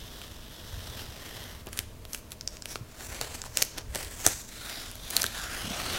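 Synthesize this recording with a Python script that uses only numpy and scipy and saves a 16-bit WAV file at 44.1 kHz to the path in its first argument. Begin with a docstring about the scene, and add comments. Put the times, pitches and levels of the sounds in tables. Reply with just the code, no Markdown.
"""A small room, close up: masking tape is peeled slowly off a sketchbook page.
The glue lets go in dense tiny snaps that sound through the page and the free strip.
Between two pulls the fingers fold the loose end, which rustles and clicks.
The hands bump the book softly, over a low room rumble."""
import sys
import numpy as np
from scipy import signal
from scipy.fft import rfft, irfft, next_fast_len
from scipy.io import wavfile
from scipy.ndimage import map_coordinates

SR = 44100
rng = np.random.default_rng(int(sys.argv[2]) if len(sys.argv) > 2 else 0)


def unload_wav(signal):
    """Save mono or channel-first audio to the path in sys.argv[1] as 16-bit WAV at rate SR, clipped to [-1, 1]."""
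    wavfile.write(
        sys.argv[1],
        SR,
        np.round(np.clip(np.atleast_2d(signal).T, -1, 1) * 32767).astype(np.int16),
    )


N = 263718

# Fingers slide over the loose tape.
# Each row: peak time in seconds, fade in seconds, level in dB, brightness in dB, resonance in Hz.
FINGER_RUBS = [(1.675, 0.038, -52.5, -17, 3000), (1.735, .04, -53, 1, 12000), (1.781, 0.092, -47, 1, 9000),
               (2.145, .07, -48, 6, 12000), (2.324, 0.024, -49.5, 2, 10000), (2.535, .08, -54.5, 2, 6000),
               (2.721, .07, -44, 5, 5800), (3.0, 0.16, -50, -0.5, 7000), (3.061, 0.088, -50, 8.5, 7200),
               (3.209, .3, -42, -1, 7450), (3.35, 0.072, -47, 2.5, 6760), (3.46, 0.034, -47.5, 0, 6500),
               (3.6, .12, -41, 3.5, 5640), (3.785, 0.059, -43.5, -5, 5500), (3.96, 0.032, -38.5, -6, 8300),
               (4.005, .11, -39, 0.5, 8400), (4.12, 0.076, -46.5, 2, 9000), (4.26, .12, -35.5, 3, 7200),
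               (4.32, .25, -46.5, 8, 7300), (5.17, 0.16, -39.5, 2, 10000)]


def amp(db):
    """Decibels to gain."""
    return 10 ** (np.asarray(db) / 20)


def unit(x):
    """x at rms 1."""
    return x / np.sqrt(np.mean(x ** 2) + 1e-20)


def along(points, hz):
    """(Hz, value) points read on a log axis."""
    f, v = np.transpose(points)
    return np.interp(np.log(hz + 1), np.log(f + 1), v)


def curves(rows):
    """One value per sample for each column after the time."""
    s, *columns = np.transpose(rows)
    return [np.interp(np.arange(N) / SR, s, column) for column in columns]


def wobble(rate_hz):
    """Smooth random curve, rate_hz knots a second."""
    knots = rng.standard_normal(int(N * rate_hz / SR) + 4)
    return map_coordinates(knots, [np.arange(N) * rate_hz / SR])


def filtered(x, response):
    """x through a frequency response."""
    m = next_fast_len(N + 8192)
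    return irfft(rfft(x, m) * response(np.fft.rfftfreq(m, 1 / SR)), m)[:N]


def noise(colour):
    """Coloured noise of rms 1."""
    return unit(filtered(rng.standard_normal(N), lambda hz: amp(along(colour, hz))))


def causal(gain):
    """Minimum-phase pulse with this magnitude spectrum."""
    cepstrum = irfft(np.log(gain + 1e-6))
    half = len(cepstrum) // 2
    return irfft(np.exp(rfft(np.r_[cepstrum[0], 2 * cepstrum[1:half], np.zeros(half)])))


def add(track, start_s, sound):
    """Mix a sound into the track."""
    part = track[max(0, round(start_s * SR)):][:len(sound)]
    part += sound[:len(part)]


def background():
    """Low rumble, faint hum and hiss of the room."""
    # Spectra. Each row: frequency in Hz, relative level in dB.
    rumble_colour = [(8.8, -27), (15, 2.5), (86, 0.5), (110, -2.5), (170, -17.5), (220, -63), (370, -120)]
    air_colour = [(71, -37), (120, 0), (250, -5.5), (347, -10), (452, -6), (554, -11), (626, -5),
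                  (800, -20), (922, -12), (1060, -14), (1200, -16), (1670, -19), (15700, -27)]
    # Each row: time in seconds, level in dB about which the rumble swings.
    rumble_level = [(0, -48.5), (0.6, -49), (0.75, -41.5), (1.15, -47), (2.2, -49.5), (3.7, -47.5),
                    (3.92, -44), (4.5, -51.5), (5.98, -43.5)]
    # Each row: frequency in Hz, rms level in dB.
    hum_tones = [(49, -58), (240, -63.5), (318, -66)]
    t = np.arange(N) / SR
    rumble = amp(curves(rumble_level)[0] + 1.5 * wobble(5.7)) * noise(rumble_colour)
    hum = sum(amp(db) * np.sqrt(2) * np.sin(2 * np.pi * hz * t + 0.82 * wobble(6))
              for hz, db in hum_tones)
    return rumble + hum + amp(-52.5) * noise(air_colour)


def room(x, tail_db):
    """Near surfaces answer first, then a short diffuse tail."""
    # Each row: delay in seconds, gain in dB.
    reflections = [(.0074, -24.5), (.0096, -19), (0.019, -26.5)]
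    # Each row: frequency in Hz, T60 in seconds.
    decay = [(150, 0.13), (1500, 0.61), (6500, 0.58), (15000, 0.16)]
    hz, t, z = signal.stft(rng.standard_normal(SR // 2), SR, nperseg=256)
    envelope = amp(-60 * t / along(decay, hz)[:, None]) * (1 - np.exp(-t / .004))
    tail = signal.istft(z * envelope, SR, nperseg=256)[1]
    response = amp(tail_db) * tail / np.linalg.norm(tail)
    for delay_s, db in reflections:
        add(response, delay_s, amp([db]))
    return x + signal.fftconvolve(x, response)[:N]


def bumps(t60_cycles=11, rise_s=0.0013):
    """The bumped book thuds on the desk; a fingertip knock rings all its modes."""
    # Each row: start in seconds, level in dB, frequency in Hz.
    thuds = [(0.733, -31.5, 62), (.775, -35, 85.5), (0.899, -34, 100), (1.793, -31.5, 83),
             (2.81, -29.5, 116), (3.89, -28.5, 65), (5.645, -29, 190), (5.674, -29.5, 208),
             (5.706, -24.5, 200)]
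    # Each row: start in seconds, level in dB.
    knocks = [(1.669, -30), (3.214, -40), (3.956, -30), (4.265, -21), (5.242, -29.5), (5.92, -28.5)]
    # Each row: frequency in Hz, gain in dB.
    book_modes = [(95, -7), (230, -7.5), (360, 0.5), (700, -4)]
    track, t = np.zeros(N), np.arange(SR // 4) / SR
    knocked = [(s, db + mode_db, hz) for s, db in knocks for hz, mode_db in book_modes]
    for s, db, hz in thuds + knocked:
        envelope = amp(db - 60 * t * hz / t60_cycles) * (1 - np.exp(-t / rise_s))
        add(track, s, envelope * np.sin(2 * np.pi * hz * t))
    return track


def dispersed(x, delay_s):
    """Bending waves in paper: lows arrive after highs (delay_s at 1 kHz)."""
    return filtered(x, lambda hz: np.exp(-4j * np.pi * delay_s * np.sqrt(1000 * hz)))


def creases(per_rub=2, centre_hz=7500, spread_db=2.6, spread_octaves=0.65):
    """Each rub sets off small snaps around its peak."""
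    rows = []
    for peak_s, fade_s, rub_db, _, _ in FINGER_RUBS:
        for when, size, pitch in rng.standard_normal((per_rub, 3)):
            ring_db, page_db, crack_db = rub_db + spread_db * size + np.array([29, 22, 24])
            ring_hz = centre_hz * 2 ** (spread_octaves * pitch)
            rows.append((peak_s + 0.25 * fade_s * when, ring_db, ring_hz, page_db, crack_db))
    return rows


def snaps(log_width=0.19, ripple_db=2.0, lead_t60_s=0.0059, flutter_t60_s=0.012):
    """The tape buckles or tears free: it cracks, rings briefly and knocks the page."""
    # Each row: time in seconds, ring in dB, ring in Hz, page in dB, crack in dB.
    events = [(0.2162, -15, 3500, -12, -20), (1.439, -11, 3450, -26, -19), (1.67, -14, 1210, -10, -17.5),
              (1.7303, -12, 3300, -15, -10), (1.7745, -13, 6550, -15, -8), (1.7903, 2.5, 3200, 2.5, 2.5),
              (2.052, -17, 5360, -13, -22), (2.1329, -3, 6360, -17, -7), (2.147, -8, 3140, -4, -5),
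              (2.319, -11.5, 3200, -20, -10), (2.4102, -3.5, 5600, -14, -24), (2.4758, 5, 5600, -11, -25),
              (2.5695, -14.5, 5990, -13.5, -33), (2.622, -3, 5950, -18, -27),
              (2.6567, -4, 2390, -5.5, -9.5), (2.7567, 4, 1220, 2, -26), (3.213, -2.5, 4700, 2, -1),
              (3.4174, -1.5, 6000, -14, -23), (3.439, -3.5, 1140, -20, -19), (3.4634, -5, 1030, -20, -24),
              (3.572, 9, 5900, 3.5, 7.5), (3.6208, 10.5, 5000, 2, -1), (3.6244, 11, 6300, 4.5, 10),
              (3.782, -9, 5300, -5, -10), (3.9488, -9, 8660, -7, -9), (3.957, -7, 2710, -0.5, -2),
              (4.2647, 19, 7240, 14, 13), (4.2744, 3, 8740, 0, -16), (4.697, -6, 3600, -12, -16),
              (4.9142, -18, 10120, -19, -18), (4.9551, -18, 10720, -19, -18), (5.1072, -18, 9780, -9, -4),
              (5.1664, 16, 4170, -4, 7.5), (5.2152, -3, 10250, -15, -9), (5.219, 5.5, 5250, -13, 0),
              (5.2309, -7, 9650, -8, -2), (5.2411, 10.5, 1600, 1, 0), (5.2645, 5.5, 3950, -15, -3.5)]
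    # Spectra of the page and the tape's own crack. Each row: frequency in Hz, gain in dB.
    page_colour = [(60, -7), (300, -3.5), (650, 0), (1080, -9.5), (1550, -1), (2200, -4.5), (3000, -0.5),
                   (4500, -6), (16000, -33)]
    crack_colour = [(500, -31), (3000, -7.5), (7000, -1.5), (10500, -2), (13500, -6), (16000, -12)]
    track = np.zeros(N)
    hz = np.fft.rfftfreq(1024, 1 / SR) + 1
    t = np.arange(-256, 768) / SR
    for s, ring_db, ring_hz, page_db, crack_db in events + creases():
        ring = amp(ring_db) / (1 + (np.log(hz / ring_hz) / log_width) ** 4) ** .5
        page = amp(page_db + along(page_colour, hz))
        crack = amp(crack_db + along(crack_colour, hz))
        # Each crease has its own peaks and notches.
        ripple = map_coordinates(rng.standard_normal(40), [np.sqrt(hz) / 4])
        pulse = causal(np.sqrt(ring ** 2 + page ** 2 + crack ** 2) * amp(ripple_db * ripple))
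        # Fibres give just before the snap; the paper shivers after it.
        lead = rng.standard_normal(len(t)) * amp(-60 * abs(t) / lead_t60_s) * (t < 0)
        flutter = rng.standard_normal(len(t)) * amp(-60 * abs(t) / flutter_t60_s) * (t > 0)
        force = (t == 0) + 0.27 * lead / np.linalg.norm(lead) + 0.45 * flutter / np.linalg.norm(flutter)
        add(track, s + t[0], signal.fftconvolve(pulse, force))
    return dispersed(track, delay_s=0.00089)


def grains(per_s, spread_db, blur, jerk_db, jerk_hz):
    """Tiny uneven releases, bunched by stick and slip, over a blur of still smaller ones."""
    sizes = amp(spread_db * np.minimum(rng.standard_normal(N), 2.4))
    impulses = (rng.random(N) < per_s / SR) * sizes * rng.choice([-1, 1], N)
    ticks = unit(dispersed(impulses, delay_s=0.001207))
    return unit((ticks + blur * rng.standard_normal(N)) * amp(jerk_db * wobble(jerk_hz)))


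def radiate(drive, levels_db, resonances, colour, log_width, drift_db):
    """Grains sound through the page (low), the free strip (middle) and directly (high fizz)."""
    hz, t, z = signal.stft(drive, SR, nperseg=256)
    f = hz[:, None] + 1
    framed = lambda v: np.interp(t, np.arange(N) / SR, v + np.zeros(N))
    peaks_db = sum(framed(boost_db) / (1 + (np.log(f / framed(centre_hz)) / log_width) ** 2)
                   for centre_hz, boost_db in resonances)
    # Weaker resonances drift as the tape changes shape.
    patch = np.outer(np.hanning(7), np.hanning(90))
    drift = unit(signal.fftconvolve(rng.standard_normal(z.shape), patch, "same"))
    shape = amp(along(colour, f) + peaks_db + drift_db * drift) ** 2
    over_page, over_strip = 1 / (1 + (1200 / f) ** 6), 1 / (1 + (5000 / f) ** 8)
    bands = shape * (1 - over_page), shape * over_page * (1 - over_strip), shape * over_strip
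    power = sum(amp(framed(db)) ** 2 * band / band.mean(0) for db, band in zip(levels_db, bands))
    return signal.istft(z * np.sqrt(power), SR, nperseg=256)[1][:N]


def folding(rise_per_fade=0.91, fade_db=20, loose_hz=1800, loose_db=3.5, taut_db=8):
    """Fingertips rustle the crepe paper: rubs swell and fade; brighter ones have more fizz, less page."""
    # Each row: frequency in Hz, relative level in dB.
    colour = [(88, -22), (150, -1.5), (473, 2.5), (740, 1), (1140, -4), (1640, -4), (2120, -6.5),
              (2330, -5), (3940, -6.5), (5380, -6.5), (9100, -11.5), (10800, -9.5), (15700, -14)]
    rustle = grains(per_s=500, spread_db=3.5, blur=1.7, jerk_db=2.5, jerk_hz=100)
    peak_s, fade_s, peak_db, bright_db, hz = np.transpose(FINGER_RUBS)[:, :, None]
    frames = np.arange(0, N, 64)
    smooth = lambda v: np.interp(np.arange(N), frames, v)
    fades = (frames / SR - peak_s) / fade_s
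    rub_db = peak_db - fade_db * np.minimum(np.maximum(fades, -fades / rise_per_fade), 10)
    shares_db = -3 - 0.56 * bright_db, 0, bright_db  # page, strip, fizz
    levels_db = [smooth(10 * np.log10(np.sum(amp(rub_db + db) ** 2, axis=0))) for db in shares_db]
    taut_hz = smooth(np.sum(hz * amp(rub_db), axis=0) / np.sum(amp(rub_db), axis=0))
    resonances = [(loose_hz, loose_db), (taut_hz, taut_db)]
    return radiate(rustle, levels_db, resonances, colour, log_width=0.22, drift_db=1.5)


def pull(effort, page_db, strip_db, fizz_db, page_db_per_s, fizz_slope, t60_s):
    """Page, strip and fizz levels in dB follow the effort; the page gains as the pull goes on."""
    effort_db, = curves(effort)
    t, start_s, end_s = np.arange(N) / SR, effort[0][0], effort[-1][0]
    mean_db = np.mean(np.transpose(effort)[1])
    fade_db = -60 * np.maximum(0, np.maximum(start_s - t, t - end_s)) / t60_s
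    page = effort_db + page_db + page_db_per_s * (np.clip(t, start_s, end_s) - start_s)
    fizz = mean_db + fizz_db + fizz_slope * (effort_db - mean_db)
    return np.array([page, effort_db + strip_db, fizz]) + fade_db


def peeling():
    """Threads of glue break along the peel line; the second pull is faster and denser."""
    # Each row: time in seconds, effort in dB.
    first_effort = [(0.0, -48), (0.084, -51), (0.224, -47), (0.346, -53.5), (1.018, -44.5), (1.086, -51),
                    (1.294, -46), (1.474, -46.5), (1.62, -55.5)]
    second_effort = [(4.49, -54), (4.7, -42), (4.82, -43.5), (4.96, -53), (5.06, -49.5), (5.18, -38.5),
                     (5.3, -46.5), (5.37, -39), (5.66, -40.5), (5.98, -35.5)]
    # Each row: frequency in Hz, relative level in dB.
    first_colour = [(100, 0), (250, 0), (600, -1), (1100, -4), (1850, -1), (2350, -8.5), (3100, 0.5),
                    (4700, -5), (5600, -3), (6800, -9), (12000, -14), (14200, -17), (16000, -14.5)]
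    second_colour = [(71, -30), (120, -3), (166, -8), (208, -4), (260, -9), (313, -6), (565, -15.5),
                     (737, -1.5), (904, -15.5), (1500, -8), (2040, -8.5), (3540, -9.5), (5500, -13),
                     (8010, -16), (15700, -23.5)]
    # The free strip's resonance sinks as it lengthens.
    # Each row: time in seconds, frequency in Hz, boost in dB.
    first_strip = [(0, 3580, 4), (.85, 3620, 4), (1.05, 3400, 0), (1.2, 1950, 5.5)]
    second_strip = [(4.55, 3680, -1), (4.78, 3650, 5), (5.05, 3650, 1), (5.25, 1850, 0), (5.4, 1500, 13),
                    (5.65, 1200, 6), (5.98, 1170, 6)]
    first_taut, second_taut = (12800, 6), (10500, 2.1)  # taut stretch: resonance in Hz, boost in dB
    slow = grains(per_s=1500, spread_db=6.0, blur=1.12, jerk_db=1.35, jerk_hz=110)
    fast = grains(per_s=3000, spread_db=3.5, blur=0.91, jerk_db=1.45, jerk_hz=120)
    gentle = pull(first_effort, page_db=-7, strip_db=-1.0, fizz_db=-3,
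                  page_db_per_s=2.5, fizz_slope=1.0, t60_s=0.1)
    firm = pull(second_effort, page_db=-9.5, strip_db=0.1, fizz_db=-1.5,
                page_db_per_s=4.5, fizz_slope=0.76, t60_s=0.081)
    first = radiate(slow, gentle, [curves(first_strip), first_taut], first_colour,
                    log_width=0.11, drift_db=1.03)
    second = radiate(fast, firm, [curves(second_strip), second_taut], second_colour,
                     log_width=0.11, drift_db=2.3)
    return first + second


def scene():
    """All sources reach one spot; a faint side signal with hiss sets the channels apart."""
    # Each row: frequency in Hz, side gain in dB.
    side_colour = [(30, -25), (100, -46), (400, -36), (2000, -80), (5000, -72), (9000, -74), (14000, -48)]
    mono = peeling() + folding() + room(snaps(), tail_db=-18.5) + bumps() + background()
    side = filtered(mono, lambda hz: 1j * amp(along(side_colour, hz)))
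    side += amp(-75.5) * rng.standard_normal(N)
    return np.array([mono + side, mono - side])


def record(dry):
    """The hardest snaps overload and clip; a band limit follows."""
    top_hz = 15900
    clipped = np.clip(dry, -1, 1)
    return np.array([filtered(channel, lambda hz: hz < top_hz) for channel in clipped])


dry = scene()
out = record(dry)
unload_wav(out)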